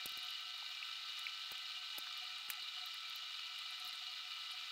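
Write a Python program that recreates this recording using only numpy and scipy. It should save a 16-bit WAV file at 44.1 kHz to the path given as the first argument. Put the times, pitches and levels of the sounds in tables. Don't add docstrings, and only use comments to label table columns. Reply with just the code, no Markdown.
import sys
import numpy as np
from scipy import signal
from scipy.fft import rfft, irfft, next_fast_len
from scipy.io import wavfile
from scipy.ndimage import uniform_filter1d, map_coordinates

SR = 44100
rng = np.random.default_rng(int(sys.argv[2]) if len(sys.argv) > 2 else 0)


def log_audio(samples):
    frames = np.atleast_2d(samples).T
    limited = np.clip(frames, -1, 1)
    pcm = np.round(limited * 32767).astype(np.int16)
    wavfile.write(sys.argv[1], SR, pcm)


def volts(x):
    e = np.asarray(x, float) / 20
    return 10 ** e


N = 208054
AIR_TOP_HZ, MIC_TOP_HZ = 15800, 16500

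# pitch_hz, level_db (per Hz)
AIR_SPECTRUM = [(20, -100), (200, -101), (600, -99.5), (800, -86.5), (1100, -83.5), (1650, -90.5),
                (2200, -78), (3100, -69), (4200, -67), (5200, -77), (5800, -82.5), (7500, -88),
                (9500, -96.5), (15800, -96)]
# start_s, level_db
AIR_FLOW = [
    (0.0, -46),
    (0.47, -47),
    (1.4, -46.5),
    (3.15, -47),
    (3.97, -46.5),
    (4.72, -46.5),
]
DUCT_HZ = [740, 840, 1222, 1285, 1420, 1520, 1800, 2005, 2075, 2400, 2585, 2860, 2940, 3230, 3530, 3750,
           4020, 4330, 4590, 5300, 5685, 6424, 7510]
# width_hz, level_db (per Hz)
DUCT_SHAPES = [(50.4, -82.5), (29.5, -107), (23.7, -68.5), (73.6, -71.5), (240, -77.5), (80.4, -81),
               (204, -77.5), (18.4, -66), (89, -76), (104.4, -67.5), (100, -71.5), (77.5, -62), (74, -60.5),
               (74, -77.5), (100, -77), (207, -64.5), (40.2, -63), (61, -82.5), (210, -79), (130, -80),
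               (49.4, -89.5), (120, -88), (122, -90.5)]
TONE_HZ = [977.7, 1187, 1322.8, 1889, 1921, 1943.8, 2350.5, 3065, 4019.5, 5470]
# level_db, wander_hz
TONE_LEVELS = [(-83.5, .5), (-82, .6), (-65, .5), (-84, .7), (-79.5, .7), (-75, 1.5), (-64, 1), (-78, 1.2),
               (-70, 4), (-86, 1.2)]
# start_s, pitch_hz, level_db
COIL = [
    (0, 1526, -67.5),
    (2.12, 1526, -67.5),
    (2.2, 1505, -74),
    (2.3, 1486.5, -71),
    (4.72, 1486, -71),
]
# centre_s, peak_db, half_length_s
SWELLS = [(0.03, -74, 0.058), (.175, -65, 0.0055), (0.252, -69.5, 0.042), (0.5, -75.5, 0.062),
          (.708, -71, .015), (1.51, -89, 0.028), (1.797, -72, 0.034), (1.993, -88, 0.017), (2.1, -75, 0.07),
          (2.23, -62, 0.0096), (2.303, -76, 0.079), (2.582, -62.5, 0.009), (2.778, -62.5, 0.01),
          (2.831, -60, 0.019), (3.232, -73, 0.0071), (3.542, -81, 0.055), (3.737, -75, .03),
          (3.814, -67, 0.013), (3.859, -66.5, 0.018), (3.9, -67, 0.0087), (4.024, -68, 0.01),
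          (4.087, -71, 0.02), (4.264, -72, 0.027), (4.546, -66, 0.011), (4.61, -80, 0.035)]
# start_s, length_s, start_hz, middle_hz, end_hz
GLIDES = [
    (1.92, .075, 946, 847, 795),
    (2.39, .22, 800, 842, 790),
]
# start_s, peak_db
ARM_MOVES = [
    (0.229, -42),
    (3.5853, -42),
    (3.706, -41.5),
    (3.7973, -42.5),
    (3.885, -40.5),
    (4.513, -40.5),
]
# pitch_hz, level_db, decay_s (time to fall 60 dB)
ARM_MODES = [(9510, -3, .026), (11300, -4, .016), (10500, -6, .013), (12200, -7, .012), (13300, -7, .012),
             (8300, -10, .012)]
# centre_s, peak_db, pitch_hz, half_length_s
POPS = [(.627, -50, 880, .002), (.8283, -35, 2500, .0019), (1.2684, -29.5, 2350, .00105),
        (1.5186, -46, 750, .0007), (1.52, -57, 420, .003), (1.9839, -46.5, 700, .0009),
        (1.987, -60, 315, .005), (2.0712, -39, 1550, .00055), (2.245, -66, 660, .002),
        (2.5017, -30, 2150, .00038), (2.507, -42, 2500, .002), (2.543, -38, 2900, .0005)]
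# start_s, peak_db,
# brightness_hz, length_s
CREAKS = [(0.0577, -39.5, 12000, 0.0061), (0.091, -51, 14000, 0.0048), (.1207, -52.5, 13000, 0.0033),
          (.1737, -48.5, 13000, 0.0055), (1.0935, -62, 11000, .005), (1.192, -48, 8550, 0.0039),
          (1.238, -61, 13500, .005), (1.517, -47, 14700, 0.0059), (1.9823, -40.5, 15600, 0.0066),
          (2.175, -54.5, 13000, .004), (2.5009, -30.5, 13100, 0.0011), (2.5024, -36, 14000, 0.0048),
          (2.506, -51, 6000, 0.022), (3.097, -51, 13700, 0.0056), (3.862, -59, 15500, .003)]
# start_s, peak_db, brightness_hz
SNAPS = [(.093, -53, 12000), (.1925, -59, 12000), (.248, -52, 15000), (.268, -63, 13000),
         (.294, -59, 12000), (.306, -52, 12500), (.407, -56, 15500), (0.5798, -56.5, 11000),
         (0.691, -56, 15000), (.7088, -59, 14000), (1.188, -60, 9800), (1.268, -54, 15100),
         (1.58, -50, 6800), (2.2425, -59, 11000), (2.383, -56, 8400), (2.488, -52, 9000),
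         (2.494, -58, 13000), (2.535, -52, 7450), (2.625, -55, 10600), (2.8605, -50, 14000),
         (2.9435, -49, 12100), (3.152, -55, 14600), (3.158, -57, 14200), (3.16, -43, 14800),
         (3.26, -63, 13000), (3.849, -48, 15000), (3.8755, -45, 14700), (3.934, -57, 12000),
         (3.957, -54, 8900)]
# centre_s, peak_db, direction (+1 inward, -1 outward), width_s, body_ring_hz
PUSHES = [(0.0583, -41.5, -1, 0.00023, 296), (0.066, -56, 1, 0.00071, 198), (.121, -59, -1, 0.00042, 297),
          (0.174, -51, -1, 0.00029, 286), (0.192, -64, -1, 0.00043, 300), (0.463, -64.5, 1, 0.00034, 400),
          (1.095, -55, -1, 0.00015, 540), (1.518, -51, -1, 0.00053, 390), (1.526, -63, 1, 0.00074, 200),
          (1.58, -73, -1, .0007, 300), (1.9843, -58.5, 1, 0.00086, 317), (2.175, -67, -1, 0.00046, 500),
          (2.49, -56, 1, 0.0004, 304), (2.504, -68, 1, 0.00076, 250), (2.625, -59, 1, 0.00029, 345),
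          (3.098, -62.5, -1, 0.00031, 455), (3.8517, -62, 1, .0004, 500), (3.874, -66, -1, 0.00066, 250),
          (3.934, -62, -1, 0.00045, 248)]


def unit(x):
    return x / np.sqrt(np.mean(x ** 2) + 1e-20)


def curves(rows):
    times, *columns = np.transpose(rows)
    return [np.interp(np.arange(N) / SR, times, column) for column in columns]


def wobble(rate):
    knots = rng.standard_normal(int(N * rate / SR) + 4)
    return map_coordinates(knots, [np.arange(N) * rate / SR])


def tone(hz):
    cycles = np.cumsum(hz) / SR + rng.random()
    return np.sqrt(2) * np.sin(2 * np.pi * cycles)


def add(track, s, x):
    track[round(s * SR):][:len(x)] += x


def air():
    noise = signal.stft(rng.standard_normal(N), nperseg=256)[2]
    patches = uniform_filter1d(rng.standard_normal(noise.shape), size=5, axis=0)
    patches = uniform_filter1d(patches, size=4, axis=1)
    eddies = signal.istft(noise * volts(1.31 * unit(patches)), nperseg=256)[1][:N]
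    eddies = eddies * volts(1.35 * wobble(400) + 0.18 * wobble(6.59))

    size = next_fast_len(N)
    f = np.fft.rfftfreq(size, 1 / SR)
    hz, db = np.transpose(AIR_SPECTRUM)
    power = volts(2 * np.interp(np.log(f + 1), np.log(hz), db))
    for centre, (width, peak_db) in zip(DUCT_HZ, DUCT_SHAPES):
        power = power + volts(2 * peak_db) / (1 + (2 * (f - centre) / width) ** 4)
    hiss = irfft(rfft(eddies, size) * np.sqrt(power) * (f < AIR_TOP_HZ), size)[:N]
    flow_db, = curves(AIR_FLOW)
    return volts(flow_db - 0.84) * unit(hiss)


def whine():
    out = np.zeros(N)
    for hz, (db, wander) in zip(TONE_HZ, TONE_LEVELS):
        strength = volts(db + 1.76 * wobble(6.4) + 1.7 * wobble(18))
        out += strength * tone(hz + wander * wobble(8))
    coil_hz, coil_db = curves(COIL)
    return out + volts(coil_db) * tone(coil_hz + 0.39 * wobble(8.6))


def whistle():
    t = np.arange(N) / SR
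    level = volts(-81)
    for s, db, half in SWELLS:
        level = level + volts(db) * np.exp(-((t - s) / half) ** 2)
    out = level * volts(0.92 * wobble(35)) * tone(731.5 + 2.7 * wobble(20))
    for s, length, *bend_hz in GLIDES:
        progress = np.clip((t - s) / length, 0, 1)
        arc_hz = np.polyval(np.polyfit([0, .5, 1], bend_hz, deg=2), progress)
        swell = np.abs(np.sin(np.pi * progress)) ** .8 * (progress < 1)
        out = out + volts(-70 + 2.6 * wobble(30.2)) * swell * tone(arc_hz)
    return out


def arm_ticks():
    out, t = np.zeros(N + SR), np.arange(2048) / SR
    onset = 1 - np.exp(-t / 0.002)
    for s, db in ARM_MOVES:
        ring = np.zeros(len(t))
        for hz, level_db, decay in ARM_MODES:
            rough = 1 + 2 * uniform_filter1d(rng.standard_normal(len(t)), size=16)
            ring += volts(level_db - 60 * t / decay) * rough * np.sin(2 * np.pi * hz * t)
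        add(out, s, volts(db - 4.5) * ring * onset)
    return out[:N]


def shell_pops():
    out, t = np.zeros(N + SR), np.arange(2048) / SR - .01
    for s, db, hz, half in POPS:
        sag = 1 - 30 * np.clip(t, -half, half)
        burst = np.exp(-np.abs(t / half) ** 3)
        pop = -volts(db) * burst * np.sin(2 * np.pi * hz * t * sag)
        add(out, s + t[0], pop)
        add(out, s + t[0] + 0.00346, volts(-11.5) * pop)
    return out[:N]


def creaks():
    out, t = np.zeros(N + SR), np.arange(-64, 4032) / SR
    f = np.fft.rfftfreq(len(t), 1 / SR)
    after = np.maximum(t, 0)
    onset = 1 - np.exp(-after / 0.000083)
    snaps = [(*snap, 0.0013) for snap in SNAPS]
    for s, db, hz, length in [*CREAKS, *snaps]:
        slips = volts(0.3869 * uniform_filter1d(rng.standard_normal(len(t)), size=9))
        tail = volts(-29 - 60 * after / 0.065)
        shape = slips * np.exp(-(after / length) ** 2) + tail
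        crack = rng.standard_normal(len(t)) * shape * onset
        broad = np.clip(200 * length - .05, .2, 1) + volts(db + 25)
        colour = (broad + 1 / (1 + ((f - hz) / 2200) ** 4)) * f / (f + 2000)
        crack = irfft(rfft(crack) * colour)
        add(out, s + t[0], volts(db + 7.5) * crack / np.abs(crack).max())
    return out[:N]


def pushes():
    out, t = np.zeros(N + SR), np.arange(-64, 4032) / SR - .01
    for s, db, direction, width, hz in PUSHES:
        lump = np.exp(-(t / width) ** 2)
        fade = volts(-60 * np.abs(t) / 0.014) * (1 - lump) * (t > 0)
        rebound = 0.34 * fade * np.cos(2 * np.pi * hz * t)
        sag = 0.1 * np.exp(-((t - .002) / 0.0033) ** 2)
        add(out, s + t[0], np.sign(direction) * volts(db) * (lump + rebound - sag))
    return out[:N]


def scene():
    laptop = air() + whine() + whistle() + arm_ticks() + shell_pops()
    camera = creaks() + pushes()
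    return (laptop + camera)[None]


def roll_off(x):
    return signal.sosfilt(signal.butter(12, 16510, fs=SR, output="sos"), x)


def record(dry):
    f = np.fft.rfftfreq(N, 1 / SR)
    edge = volts(-22 * np.clip((f - AIR_TOP_HZ) / 100 + .5, 0, 1)) * (f < MIC_TOP_HZ)
    mix = irfft(rfft(dry) * edge, N)
    return roll_off(mix)


dry = scene()
out = record(dry)
log_audio(out)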